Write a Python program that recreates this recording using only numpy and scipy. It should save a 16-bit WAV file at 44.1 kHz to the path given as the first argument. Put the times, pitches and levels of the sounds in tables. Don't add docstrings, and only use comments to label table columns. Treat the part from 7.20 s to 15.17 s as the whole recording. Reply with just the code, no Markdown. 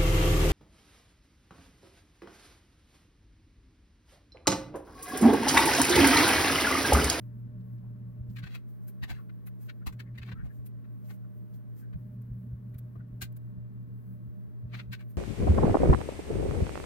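import sys
import numpy as np
from scipy import signal
from scipy.fft import rfft, irfft, next_fast_len
from scipy.io import wavfile
from scipy.ndimage import uniform_filter1d

SR = 44100
rng = np.random.default_rng(int(sys.argv[2]) if len(sys.argv) > 2 else 0)


def transcribe(u):
    v = np.clip(np.atleast_2d(u).T, -1, 1)
    q = np.round(v * 32767).astype(np.int16)
    wavfile.write(sys.argv[1], SR, q)


N = 351477
TIME = np.arange(N) / SR

# frequency in Hz, relative level in dB.
SLAP_SPECTRUM = [(700, -36), (1150, -7), (1500, 0.5), (2400, 3), (3100, -1.5), (4400, -3), (5200, -12.5),
                 (7500, -21.5), (12000, -51.5)]
THOCK_SPECTRUM = [(100, -11), (250, 12.5), (480, -2), (800, -5), (1100, -1), (1500, -12.5), (3000, -40.5)]
SMACK_SPECTRUM = [(3000, -26.5), (5200, -2), (7500, 0.5), (10000, -4.5), (12500, 1), (16000, 1.5)]


def undb(db):
    return 10 ** (np.asarray(db) / 20)


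def unit(x):
    return x / np.sqrt(np.mean(x ** 2))


def contour(points, hz):
    knots, db = np.transpose(points)
    return undb(np.interp(np.log(hz + 1), np.log(knots), db))


def resonance(hz, centre_hz, width_hz):
    return 1j * hz * width_hz / (centre_hz ** 2 - hz ** 2 + 1j * hz * width_hz)


def shape(x, response):
    size = next_fast_len(x.shape[-1])
    hz = np.fft.rfftfreq(size, 1 / SR)
    return irfft(rfft(x, size) * response(hz), size)[..., :x.shape[-1]]


def board(hz):
    # frequency in Hz, width in Hz, gain in dB.
    modes = [(780, 35, -2.5), (1140, 180, -4.5), (1530, 100, 1), (1857, 27, -6.5), (2077, 33, -4.5),
             (2530, 120, -14.5), (3720, 130, -12.5), (4090, 77, -4)]
    return 1 + sum(undb(db) * resonance(hz, centre, width) for centre, width, db in modes)


def add_contact(out, at, rise_s, fall_s, db, response, grain_db, likeness=0):
    span = np.arange(max(int((at - .12) * SR), 0), min(int((at + .2) * SR), N))
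    lag = TIME[span] - at
    onset = np.exp(-(np.minimum(lag, 0) / (5.1 * rise_s)) ** 4)
    pressure = 2 * onset * np.exp(-np.logaddexp(-lag / rise_s, lag / fall_s))
    noise = rng.standard_normal((4, SR // 3))[:, :len(span)]
    grabs = noise[:3] * undb(grain_db * noise[3])
    stereo = np.sqrt(likeness) * grabs[:1] + np.sqrt(1 - likeness) * grabs[1:]
    echo_s = rng.uniform(0.001003, .003)
    sound = shape(stereo, lambda hz: response(hz) * (1 + .57 * np.exp(-2j * np.pi * hz * echo_s)))
    out[:, span] += undb(db) * unit(pressure * sound) * np.sqrt(np.mean(pressure ** 2))


def landings(tock_db=-1, tock_width_hz=190, cling_doubling_db=28, grain_db=7):
    # time in seconds, rise in seconds,
    # slap level in dB, tock pitch in Hz, then weight and tackiness in dB relative to the slap.
    cubes = [(1.167, .0038, -50.5, 2350, -19.5, -10.5), (1.189, 0.0041, -51.5, 1550, -12, -8.5),
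             (1.241, 0.0074, -48, 1490, -13.5, -16.5), (1.272, .008, -51.5, 3020, -7.5, -14),
             (1.351, .005, -47.5, 2380, -9, -8.5), (1.836, .005, -42.5, 1800, -7, -12),
             (1.907, 0.01, -46, 1960, -1, -7), (2.096, .0015, -59.5, 1500, -5.5, -33),
             (2.274, 0.0036, -57.5, 2040, -8, -32), (2.498, 0.0056, -47.5, 1470, -26, -19),
             (2.668, 0.0025, -46, 1220, 0.5, 0), (2.725, 0.00072, -63, 1520, -7.5, -1.5),
             (2.799, 0.0033, -47.5, 1750, -14.5, -10.5), (2.957, 0.0054, -64, 2390, -18, -13),
             (2.982, 0.0031, -49.5, 2000, -15, -11), (3.03, 0.0063, -50, 2650, -9.5, -19),
             (3.093, .008, -53, 1550, 0, -21), (3.122, 0.0045, -48.5, 1750, -4, -21),
             (3.263, 0.015, -68, 690, 4.5, -4.5), (3.649, .004, -67.5, 1420, -16, -24),
             (3.908, 0.0076, -57.5, 2080, -0.5, -4), (4.733, 0.0026, -64, 2000, -6, -17.5),
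             (5.545, 0.0043, -68, 1900, -9, -8), (5.76, .003, -72.5, 560, 17, -25),
             (6.019, 0.003, -41.5, 1550, -12, 3), (7.548, .008, -44, 2000, -8, -21.5),
             (7.6, 0.0068, -44.5, 2460, -11, -26), (7.732, .0048, -41.5, 1700, -13, -8.5),
             (7.813, 0.013, -58, 2350, -11, -12)]
    out = np.zeros((2, N))
    for at, rise, db, pitch_hz, weight_db, tack_db in cubes:
        fall = .012 * 2 ** (tack_db / cling_doubling_db)
        tilt_db_per_octave = -1.3 + .26 * (db + 50.5) + .18 * (tack_db + 14)

        def spot(hz):
            tock = undb(tock_db) * np.abs(resonance(hz, pitch_hz, tock_width_hz)) ** 2
            return np.abs(board(hz)) * (1 + tock)

        def slap(hz):
            octaves = np.log2(np.clip(hz, 1200, 5000) / 2300)
            return spot(hz) * contour(SLAP_SPECTRUM, hz) * undb(tilt_db_per_octave * octaves)

        add_contact(out, at, rise, fall, db, slap, grain_db)
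        add_contact(out, at, rise, fall, db + weight_db,
                    lambda hz: spot(hz) * contour(THOCK_SPECTRUM, hz), grain_db)
        add_contact(out, at, rise, .9 * fall, db + tack_db,
                    lambda hz: contour(SMACK_SPECTRUM, hz), grain_db)
    return out


def shoves(rise_s=.025, fall_s=.026, weight_db=-8, tack_db=-10, grain_db=6.5):
    # time in seconds, slap level in dB.
    pushes = [(1.328, -59.5), (1.945, -61.5), (3.075, -61.5), (7.577, -56.5)]
    out = np.zeros((2, N))
    for at, db in pushes:
        add_contact(out, at, rise_s, fall_s, db,
                    lambda hz: board(hz) * contour(SLAP_SPECTRUM, hz), grain_db)
        add_contact(out, at, rise_s, fall_s, db + weight_db,
                    lambda hz: board(hz) * contour(THOCK_SPECTRUM, hz), grain_db)
        add_contact(out, at, rise_s, fall_s, db + tack_db,
                    lambda hz: contour(SMACK_SPECTRUM, hz), grain_db)
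    return out


def peels(board_db=-17, grain_db=6):
    # time in seconds, fall in seconds, level in dB.
    partings = [(1.684, 0.011, -52.5), (2.271, 0.0084, -52), (3.464, 0.0089, -53.5), (5.019, .004, -63),
                (5.545, 0.0048, -64.5), (5.587, 0.0044, -50.5), (6.125, .0035, -62), (6.168, .005, -53),
                (7.904, 0.018, -65)]
    # frequency in Hz, relative level in dB.
    crackle = [(2500, -20), (5000, -14), (8000, -11), (11000, -0.5), (13500, 4), (15500, 1)]
    out = np.zeros((2, N))
    for at, fall, db in partings:
        add_contact(out, at, fall / 2, fall, db, lambda hz: contour(crackle, hz), grain_db)
        add_contact(out, at, fall / 2, fall, db + board_db,
                    lambda hz: board(hz) * contour(SLAP_SPECTRUM, hz), grain_db)
    return out


def slides(squeak_width_hz=380, grain_db=4):
    # time in seconds, half length in seconds, level in dB.
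    brushes = [(1.125, 0.028, -67.5), (1.5, 0.015, -69), (1.638, 0.015, -69), (2.426, 0.014, -59.5),
               (2.463, 0.02, -62.5), (3.36, .032, -68.5), (3.889, 0.028, -62), (3.94, .014, -62),
               (4.354, 0.014, -65.5), (4.595, 0.019, -59)]
    # frequency in Hz, relative level in dB.
    hiss = [(1500, -7.5), (4000, -13.5), (7000, -10), (10000, -9), (12500, -1.5), (16000, 2.5)]
    # time in seconds, half length in seconds, pitch in Hz, level in dB.
    drags = [(.65, .014, 750, -69.5), (1.973, 0.0078, 1750, -60.5), (1.995, 0.015, 1260, -61),
             (2.626, .007, 1500, -64.5), (2.876, .012, 1860, -68), (3.168, .017, 1330, -63),
             (3.203, 0.014, 1560, -58), (3.31, 0.011, 1640, -66), (4.051, 0.011, 1250, -71),
             (4.641, .013, 1580, -67), (5.809, 0.0081, 1500, -63)]
    out = np.zeros((2, N))
    for at, half_s, db in brushes:
        add_contact(out, at, half_s, half_s, db, lambda hz: contour(hiss, hz), grain_db)
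    for at, half_s, pitch_hz, db in drags:
        add_contact(out, at, half_s, half_s, db,
                    lambda hz: resonance(hz, pitch_hz, squeak_width_hz) ** 2, grain_db)
    return out


def fingertips(gain_db=-2, rise_s=.0035, fall_s=.012, pitch_hz=3900, grain_db=5):
    # time in seconds, relative level in dB.
    touches = [(.406, -82), (.583, -83), (1.099, -73.5), (3.85, -75.5), (4.34, -76)]
    out = np.zeros((2, N))
    for at, db in touches:
        add_contact(out, at, rise_s, fall_s, db + gain_db,
                    lambda hz: resonance(hz, pitch_hz, width_hz=pitch_hz) ** 2, grain_db)
    return out


def counter_thumps(gain_db=3, rise_s=.0082, fall_s=.013):
    # time in seconds, relative level in dB.
    bumps = [(1.016, -41), (1.096, -42.5), (1.239, -41), (1.833, -36), (1.912, -36.5), (2.678, -34),
             (3.007, -45.5), (3.135, -44), (3.2, -39.5), (3.245, -35.5), (3.395, -45.5), (4.753, -37.5),
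             (5.123, -40.5), (5.337, -40), (5.549, -43.5), (5.785, -48), (5.928, -47), (6.032, -46.5),
             (6.381, -44.5), (7.093, -46), (7.297, -45), (7.448, -43), (7.685, -44.5)]
    # frequency in Hz, relative level in dB.
    wood = [(15, -15), (35, -1.5), (65, 11), (110, 3), (180, 4), (300, -31), (600, -66.5), (2000, -100)]
    out = np.zeros((2, N))
    for at, db in bumps:
        add_contact(out, at, rise_s, fall_s, db + gain_db,
                    lambda hz: contour(wood, hz), grain_db=0, likeness=1)
    return out


def air(shared_below_hz=285, bass_likeness=.88):
    def likeness(hz):
        return bass_likeness / (1 + (hz / shared_below_hz) ** 6)
    shared = shape(rng.standard_normal(N), lambda hz: np.sqrt(likeness(hz)))
    separate = shape(rng.standard_normal((2, N)), lambda hz: np.sqrt(1 - likeness(hz)))
    return np.sqrt(SR / 2) * (shared + separate)


def machine(hum_hz=119.4, hum_db=-42, throb_hz=6.28, throb_peak_s=.064, room_db=-.5, flicker_db=2.9):
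    # frequency in Hz, half width in Hz before squaring, level in dB.
    housing_modes = [(189.65, 5.6, -53), (603.2, 10.9, -72.5), (1102, 16, -85), (1532, 37, -91),
                     (1828, 22, -93.5)]
    # frequency in Hz, relative density in dB.
    fan_spectrum = [(15, -87), (35, -78.5), (130, -75.5), (222, -72.5), (300, -87), (420, -88.5),
                    (520, -97), (750, -106), (1150, -106), (1700, -109), (2500, -118), (7500, -128.7),
                    (12000, -120), (15500, -116)]

    def wander(rate_hz):
        return unit(shape(rng.standard_normal(N), lambda hz: np.exp(-hz / rate_hz)))

    throb_depth = np.array([[.3], [.23]])
    throb = throb_depth * np.cos(2 * np.pi * throb_hz * (TIME - throb_peak_s))
    waver = .076 * wander(rate_hz=4.4)
    hum = undb(hum_db) * np.sqrt(2) * (1 + throb + waver) * np.sin(2 * np.pi * hum_hz * TIME)
    flow = air()
    housing = sum(undb(db) * unit(shape(flow, lambda hz: resonance(hz, centre, 2 * half_width) ** 2))
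                  for centre, half_width, db in housing_modes)
    room = undb(room_db) * shape(air(), lambda hz: contour(fan_spectrum, hz))
    treble = shape(room, lambda hz: (hz / 9000) ** 4 / (1 + (hz / 9000) ** 4))
    flicker = undb(flicker_db * wander(rate_hz=7)) - 1
    return hum + housing + room + treble * flicker


def scene():
    return landings() + shoves() + peels() + slides() + fingertips() + counter_thumps() + machine()


def record(dry, fade_s=.008, bass_below_hz=255, jump_s=.032, top_hz=15900):
    # start in seconds, lead of left over right in radians.
    bass_jumps = [(0, .75), (1.265, 2.97), (1.92, 2.68), (2.722, .1), (3.145, 2.5), (4.765, .12),
                  (6.035, -1.7), (7.09, -2.75), (7.44, .8), (7.62, -1.5), (7.74, 2.5)]
    # frequency in Hz, left minus right in dB.
    balance = [(120, 0), (210, -3), (300, -6), (400, 3), (500, 5), (610, -2.5), (740, 10), (1100, 5.5),
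               (1550, 5.5), (2400, 6), (4400, -0.5), (8000, 2), (15000, 3)]
    edge_s = np.minimum(TIME, TIME[-1] - TIME)
    faded = dry * np.sin(np.pi / 2 * np.clip(edge_s / fade_s, 0, 1)) ** 2
    starts, leads = np.transpose(bass_jumps)
    held_lead = leads[np.searchsorted(starts, TIME, side="right") - 1]
    lead = uniform_filter1d(held_lead, int(jump_s * SR))
    bass = shape(faded, lambda hz: 1 / (1 + (hz / bass_below_hz) ** 12))
    analytic_bass = signal.hilbert(bass, next_fast_len(N))[:, :N]
    turned_bass = np.real(analytic_bass * np.exp(.5j * np.array([lead, -lead])))
    heard = shape(faded - bass + turned_bass, lambda hz: contour(balance, hz) ** np.array([[.5], [-.5]]))
    lowpass = signal.ellip(10, .2, 80, top_hz, fs=SR, output="sos")
    return signal.sosfilt(lowpass, heard)


dry = scene()
out = record(dry)
transcribe(out)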